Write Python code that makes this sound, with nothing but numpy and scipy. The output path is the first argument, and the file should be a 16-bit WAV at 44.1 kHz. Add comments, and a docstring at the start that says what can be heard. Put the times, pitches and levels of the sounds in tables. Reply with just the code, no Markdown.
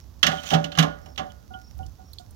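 """Lid on a kettle grill

Outdoors, close and to the right of the microphones, a steel lid strikes a kettle grill, scrapes,
drops twice and settles. Each knock booms the bowl, rings the sheet metal and clinks the wire grate.
Then the grate is nudged softly and the roast crackles. Behind it lie a low rumble and a distant
twittering bird, and a few puffs of wind reach the microphones."""
import sys
import numpy as np
from scipy import signal
from scipy.fft import rfft, irfft
from scipy.io import wavfile
from scipy.ndimage import uniform_filter1d

SR = 44100
rng = np.random.default_rng(int(sys.argv[2]) if len(sys.argv) > 2 else 0)


def wrap_up_sound(samples):
    """Save the sound to the file named by the first command line argument, as 16-bit audio."""
    columns = np.atleast_2d(samples).T
    # keep every value between -1 and 1, then stretch to whole-number steps
    tamed = np.clip(columns, -1, 1)
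    steps = np.round(tamed * 32767).astype(np.int16)
    wavfile.write(sys.argv[1], SR, steps)


N = 103635


def undb(db):
    return 10 ** (np.asarray(db) / 20)


def unit(x):
    return x / np.sqrt(np.mean(x ** 2))


def noise():
    return rng.standard_normal(N)


def on_bins(points, column=1):
    """A table over log frequency, read at every spectral bin."""
    table = np.array(points, float)
    bin_hz = np.arange(N // 2 + 1) * SR / N
    return np.interp(np.log(bin_hz + 1), np.log(table[:, 0]), table[:, column])


def colour(x, points):
    """Shape the spectrum; rms 1."""
    return unit(irfft(rfft(x) * undb(on_bins(points)), N))


def since(start):
    return np.maximum(np.arange(N) / SR - start, 0)


def fade(t, t60):
    return np.exp(-np.log(1000) * t / t60)


def swell(t, rise):
    return np.sin(np.pi / 2 * np.clip(t / rise, 0, 1))


def waver(rate):
    """A random course that turns about rate times a second; rms 1."""
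    return unit(np.interp(since(0) * rate, np.arange(N), noise()))


def clicks(rate, scatter_db):
    """Random impulses of uneven size."""
    return (rng.random(N) < rate / SR) * noise() * undb(scatter_db * noise())


def add(out, start, sound):
    i = max(int(start * SR), 0)
    out[i:i + len(sound)] += sound[:max(N - i, 0)]


def ring(t, modes, scatter_db=3, detune=0.011):
    """Fading modes; each blow shares its energy out differently and bends the high modes most."""
    hz, db, t60 = np.array(modes, float).T
    size, bend, turn = rng.standard_normal((3, len(hz)))
    loose = np.minimum(hz / 3000, 1)
    gains = undb(db + scatter_db * loose * size)
    gains *= np.sqrt(2 / np.sum(gains ** 2))  # rms 1 at first
    hz = hz * (1 + detune * bend * loose ** 2)
    return sum(gain * np.sin(2 * np.pi * f * t + phase) * fade(t, decay)
               for gain, f, decay, phase in zip(gains, hz, t60, turn * hz / 1000))


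# Open air, far from the microphones (frequency [Hz], level [dB])
AIR_COLOUR = [(25, -27), (45, -6), (65, 5), (90, -1), (130, -10.5), (250, -17), (450, -27), (750, -27.5),
              (1200, -32), (2200, -42), (4000, -38), (6000, -35), (8500, -50), (12500, -42), (16000, -43)]
# Wind on the microphones (time [s], length [s], level [dB])
GUSTS = [(1.727, 0.088, -41.5), (1.834, 0.092, -31), (2.302, 0.074, -41)]
# Its low buffeting (frequency [Hz], level [dB])
GUST_COLOUR = [(20, -15), (40, 1.5), (80, 5), (130, -12), (300, -26.5), (1000, -57)]


def outdoors():
    """Distant rumble and hiss, with puffs of wind; both are stronger in the right microphone."""
    t = since(0)
    shared = colour(noise(), AIR_COLOUR)
    air = undb(-46) * np.array([shared + undb(-1) * colour(noise(), AIR_COLOUR) for _ in range(2)])
    gust = sum(undb(db) * np.exp(-2 * ((t - time) / length) ** 2) for time, length, db in GUSTS)
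    wind = gust * np.array([colour(noise(), GUST_COLOUR) for _ in range(2)])
    return air * undb([[-10], [0]]) + wind * undb([[-11], [0]])


# Phrases of a bird, far off (time [s], length [s], pitch [Hz], level [dB])
BIRD_PHRASES = [(0, 0.048, 5530, -58), (1.016, .15, 5410, -56), (1.601, .13, 5440, -54),
                (2.038, .1, 5563, -57.5)]


def bird(notes_per_s=32, fall_hz=380, rough_hz=130):
    """Quick falling notes, blurred by the distance."""
    out = np.zeros(N)
    for start, length, hz, db in BIRD_PHRASES:
        t = since(start)
        note = t * notes_per_s % 1
        pitch = hz + fall_hz * (.5 - note) + rough_hz * unit(uniform_filter1d(noise(), size=60))
        phrase = np.sqrt(np.abs(np.sin(np.pi * np.minimum(t / length, 1))))
        pulse = 0.274 + np.sin(np.pi * note) ** 2
        out += undb(db) * phrase * pulse * np.sin(2 * np.pi * np.cumsum(pitch) / SR)
    return out


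# Snaps of the roast, close by (time [s], level [dB], centre [Hz])
CRACKLES = [(.192, -50, 5200), (1.159, -42, 3270), (1.779, -47.5, 12350), (1.863, -42.5, 5470),
            (2.131, -40.5, 12770), (2.307, -48, 9400)]
# Bright ticks, of the sizzle and of steel on steel alike (frequency [Hz], level [dB])
TICK_COLOUR = [(500, -22.5), (1500, 12), (4000, 8), (6500, 12), (8500, -3.5), (10000, -3), (12500, 1.5),
               (16000, -12)]


def roast(t60=.022):
    """Crisp skin and fat crackle: a few clear snaps over a faint sizzle."""
    out, t = np.zeros(N), since(0)[:SR]
    edge = 2 ** 0.73  # 0.73 octave either side of the centre
    for start, db, hz in CRACKLES:
        band = [(hz / 8, -35), (hz / edge, -13), (hz, 0), (hz * edge, -13), (hz * 4, -26)]
        snap = colour(noise(), band)[:SR]
        add(out, start, 2 * undb(db) * snap * fade(t, t60) * swell(t, rise=0.003))
    sizzle = colour(clicks(rate=40, scatter_db=3), TICK_COLOUR)
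    return out + undb(-66.5) * sizzle


# Single wires of the grate
# (time [s], first partial [Hz], level [dB], second partial [Hz], level [dB], t60 [s])
CLINKS = [(.644, 2938, -27, 4170, -35.5, 0.042), (.721, 3150, -36, 4242, -37, 0.031),
          (1.302, 3000, -50.5, 3300, -51, 0.0617), (1.539, 3000, -42.5, 3250, -47.5, 0.077),
          (1.831, 2954, -51.5, 3150, -59, 0.071), (2.1335, 4390, -38.5, 4100, -37.5, 0.015),
          (2.185, 3410, -31.5, 4310, -29.5, 0.014)]
# The shimmer after a clink (frequency [Hz], level [dB])
SHIMMER_COLOUR = [(2000, -28.5), (3500, 0), (7000, -4), (10000, -17)]


def clinks():
    """Single wires tap their seat: two brief partials and a faint shimmer after them."""
    out, t = np.zeros(N), since(0)[:SR]
    for start, hz1, db1, hz2, db2, t60 in CLINKS:
        shimmer = undb(db2 - 21.5) * colour(noise(), SHIMMER_COLOUR)[:SR] * fade(t, t60=.14)
        tone = undb(db1) * np.sin(2 * np.pi * hz1 * t) + undb(db2) * np.sin(2 * np.pi * hz2 * t)
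        add(out, start, 2 * swell(t, rise=.001) * (tone * fade(t, t60) + shimmer))
    return out


# Nudges to the grate (time [s], rise [s], pitch [Hz], level [dB], upper modes re pitch [dB])
NUDGES = [(.326, 0.0076, 760, -23, -15), (.527, .012, 769, -14.5, -18), (1.187, 0.0093, 761, -28.5, -20),
          (1.24, 0.023, 746, -36.5, -22), (1.503, 0.011, 745, -39.5, -9), (1.53, 0.024, 752.5, -36, -4.5),
          (1.788, .018, 758, -34.5, -17), (1.984, 0.022, 752, -46.5, -15), (2.195, 0.0058, 721, -43.5, -14)]
# Upper modes of the grate (frequency [Hz], level [dB], t60 [s])
GRATE_MODES = [(1438, -1.5, 0.23), (1165, -15, 0.17)]
# Dense low modes of the grill, under nudges and knocks alike (frequency [Hz], level [dB])
BODY_WASH = [(30, -44), (130, -9.5), (200, -1), (290, -1.5), (370, -6.5), (520, -8), (750, -1.5),
             (900, -11), (1200, -29), (3000, -60)]


def nudges(t60=0.2):
    """The grate shifts and sings on a few modes."""
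    out, t = np.zeros(N), since(0)[:SR]
    for start, rise, hz, db, upper_db in NUDGES:
        rub = np.roll(colour(noise(), BODY_WASH), rng.integers(N))[:SR] * fade(t, t60)
        tone = ring(t, [(hz, 0, t60)]) + undb(upper_db) * ring(t, GRATE_MODES) + undb(-8.5) * rub
        onset = swell(t, rise) ** 2 / fade(rise, t60)  # makes up for the decay during the rise
        add(out, start, undb(db) * onset * tone)
    return out


# The lid's rim sliding on the bowl (time [s], level [dB])
SLIDE_LEVEL = [(0.278, -55), (.33, -41.5), (.39, -39.5), (.415, -45), (.445, -40), (0.465, -31.5),
               (.51, -27.5), (.55, -30), (.575, -43.5), (.7, -62.5)]
# Its scrape (frequency [Hz], level [dB])
SLIDE_COLOUR = [(300, -18.5), (900, -5), (2000, 0), (3400, 2.5), (4600, -6), (6200, -1.5), (8000, -14.5),
                (11000, -20), (14500, -14), (16000, -16.5)]
# Wires rung by the scrape (frequency [Hz], width [Hz], level [dB])
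SLIDE_MODES = [(3090, 87, 2), (3720, 300, -5.5), (4140, 250, -14.5), (5940, 210, -6)]
JUDDER_PER_S, JUDDER_DB = 180, 1  # the rim catches and lets go


def slide():
    """The rim sticks and slips along the bowl between the knocks, ringing the wires."""
    times, levels = np.array(SLIDE_LEVEL).T
    envelope = undb(np.interp(since(0), times, levels, left=-120, right=-120))
    slips = clicks(rate=3900, scatter_db=3.5) * undb(JUDDER_DB * waver(JUDDER_PER_S))
    wires = sum(undb(db) * unit(signal.lfilter(*signal.iirpeak(hz, hz / width, fs=SR), slips))
                for hz, width, db in SLIDE_MODES)
    return envelope * unit(colour(slips, SLIDE_COLOUR) + undb(-10) * wires)


# Squeaks of the rim (time [s], length [s], first pitch [Hz], last pitch [Hz], level [dB])
SQUEAKS = [(0.369, .04, 3130, 3110, -30.5), (0.45, .035, 6750, 6550, -38.5), (0.478, .045, 6200, 5950, -34),
           (0.512, .04, 3000, 2960, -29)]


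def squeaks(wobble=0.026):
    """Here and there the sliding rim locks onto one unsteady, sagging note."""
    out = np.zeros(N)
    for start, length, first_hz, last_hz, db in SQUEAKS:
        along = np.minimum(since(start) / length, 1)
        pitch = (first_hz + (last_hz - first_hz) * along) * (1 + wobble * waver(rate=500))
        envelope = undb(db + JUDDER_DB * waver(JUDDER_PER_S)) * np.sin(np.pi * along)
        out += envelope * np.sin(2 * np.pi * np.cumsum(pitch) / SR)
    return out


# Blows on the edge (time [s], level [dB])
RIM_BLOWS = [(0.533, -32.5), (.773, -25.5), (.829, -21.5), (1.189, -31.5)]
# Modes of the rim (frequency [Hz], level [dB], t60 [s])
RIM_MODES = [(1060, 0.5, 0.2), (1143, -1.5, .22), (1185, -6, 0.1002)]


def rim():
    """Blows that land on the edge set the rim ringing."""
    out, t = np.zeros(N), since(0)[:SR]
    for start, db in RIM_BLOWS:
        add(out, start, undb(db) * swell(t, rise=.012) * ring(t, RIM_MODES))
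    return out


def struck(column, modes, wash, rise, response):
    """One part of the grill under all knocks: clear modes, a dense wash of others and its faint tail."""
    modes_db, wash_db, t60, tail_db, tail_t60 = response
    out, t = np.zeros(N), since(0)[:SR]
    dense = colour(noise(), wash)
    tail = undb(tail_db) * fade(t, tail_t60)
    wash_level = undb(wash_db) * (fade(np.maximum(t - rise, 0), t60) + tail)
    for knock in KNOCKS:
        grain = np.roll(dense, rng.integers(N))[:SR]
        answer = undb(modes_db) * ring(t, modes) + wash_level * grain
        add(out, knock[0], undb(knock[column]) * swell(t, rise) * answer)
    return out


# The lid knocking on the grill, close to the right microphone
# (time [s], boom [dB], sheet ring [dB], clang [dB], wire clink [dB], contact tick [dB])
KNOCKS = [(.229, -32.5, -25.5, -19, -9, -24.5), (0.2662, -28, -25.5, -21, -12.5, -26),
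          (.278, -31, -22.5, -26.5, -29.5, -50), (.316, -58, -33, -30.5, -29.5, -45),
          (.434, -45.5, -40.5, -45, -38.5, -44), (.505, -38, -32, -33, -26, -43.5),
          (.514, -21, -20, -27.5, -40, -50), (.538, -11.5, -16, -23, -18.5, -42),
          (.641, -25.5, -33, -40, -28, -40.5), (.718, -51, -41.5, -44, -35.5, -56),
          (.751, -39.5, -39.5, -40, -35, -55.5), (.774, -21.5, -24, -26, -30, -39),
          (0.7866, -11, -21.5, -21, -14.5, -23), (.792, -39.5, -30, -25, -17.5, -30.5),
          (.826, -21, -20.5, -25, -22.5, -34.5), (1.06, -58, -41, -53.5, -52.5, -55),
          (1.177, -48, -32.5, -34.5, -26, -43), (1.192, -39, -31, -33.5, -37, -70.5)]
# Clear modes of bowl, sheet metal, clang and wires (frequency [Hz], level [dB], t60 [s])
BOOM_MODES = [(161.2, 1.5, .25), (225, -13.5, 0.13), (280.6, -12, 0.32), (411.4, -22, 0.35)]
SHEET_MODES = [(583.2, -1, 0.44), (736, -11, 0.1), (744, -4.5, 0.18), (759.3, 1, 0.22)]
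CLANG_MODES = [(1215, -9, 0.13), (1384, -1.5, 0.19), (1443, -6, 0.67), (1677, -4, 0.24), (2000, -7, 0.13),
               (2143, -3.5, .06)]
WIRE_MODES = [(2679, -2, .13), (2882, -1.5, .11), (2985, 1, .1), (3092, -1, 0.072), (3410, -5.5, .09),
              (3475, -5, 0.14), (3661, -5.5, .06), (4130, -7, .08), (5400, -11.5, .06), (5920, -11, 0.088),
              (6360, -11.5, .06)]
# Modes too dense to hear apart (frequency [Hz], level [dB])
CLANG_WASH = [(500, -50), (900, -21.5), (1150, 5), (1450, -1.5), (1800, -1.5), (2200, -11), (3000, -34.5),
              (8000, -65)]
WIRE_WASH = [(900, -26), (1900, -2), (2500, -4.5), (3050, 4.5), (3600, -2), (4700, -9.5), (6200, -11),
             (7200, -19.5), (8500, -32.5), (16000, -43)]
# How each part answers a knock (modes [dB], wash [dB], wash t60 [s], tail re wash [dB], tail t60 [s])
BOOM_RESPONSE = (1.5, -31.5, 0.02, -26, 0.4)
SHEET_RESPONSE = (-2, -2.5, 0.23, -19, 1.0)
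CLANG_RESPONSE = (-3, -1, 0.1846, -18.5, 0.75)
WIRE_RESPONSE = (-2.5, 1, 0.07, -16.5, 0.34)


def clatter():
    """Each knock is a sharp tick, then the wires, the sheet and last the whole bowl answer."""
    boom = struck(1, BOOM_MODES, BODY_WASH, rise=.018, response=BOOM_RESPONSE)
    sheet = struck(2, SHEET_MODES, BODY_WASH, rise=.012, response=SHEET_RESPONSE)
    clang = struck(3, CLANG_MODES, CLANG_WASH, rise=.004, response=CLANG_RESPONSE)
    wires = struck(4, WIRE_MODES, WIRE_WASH, rise=.002, response=WIRE_RESPONSE)
    contact, t = np.zeros(N), since(0)[:SR]
    tick_decay = fade(t, t60=0.038) + undb(-12.5) * fade(t, t60=0.14)
    for start, *_, tick_db in KNOCKS:
        add(contact, start, undb(tick_db) * tick_decay)
    ticks = 2 * contact * colour(clicks(rate=8900, scatter_db=1.0), TICK_COLOUR)
    return boom + sheet + clang + wires + ticks


# The path from the grill to the far, left microphone (frequency [Hz], gain [dB], lag [rad])
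LEFT_PATH = [(60, 5, 0.25), (169, -5.5, 0.61), (396, -11, 3.4), (780, -10.5, 4.174), (1300, -13, 3.9),
             (2600, -14.5, 3.6), (4400, -20, 4.3), (7950, -28, 4.5), (15000, -23.5, 5.6)]
YARD_DB, YARD_T60_S = -10.5, 0.19  # scattered reflections that reach the far microphone


def scene():
    """The right microphone faces the grill; the left hears it late, shaded and mixed with reflections."""
    right = clatter() + rim() + slide() + squeaks() + nudges() + clinks() + roast()
    yard = colour(noise() * fade(since(0), YARD_T60_S), [(150, -33), (500, 11.5)]) / np.sqrt(N)
    far = right + undb(YARD_DB) * signal.fftconvolve(right, yard)[:N]
    shade, lag = undb(on_bins(LEFT_PATH)), on_bins(LEFT_PATH, column=2)
    left = irfft(rfft(far) * shade * np.exp(-1j * lag), N)
    return np.array([left, right]) + outdoors() + bird() * undb([[-4], [-1]])


def record(dry, top_hz=16200):
    """The recorder clips peaks at full scale and cuts the top."""
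    lowpass = signal.ellip(10, .2, 70, top_hz, fs=SR, output="sos")
    return signal.sosfilt(lowpass, np.clip(dry, -1, 1))


dry = scene()
out = record(dry)
wrap_up_sound(out)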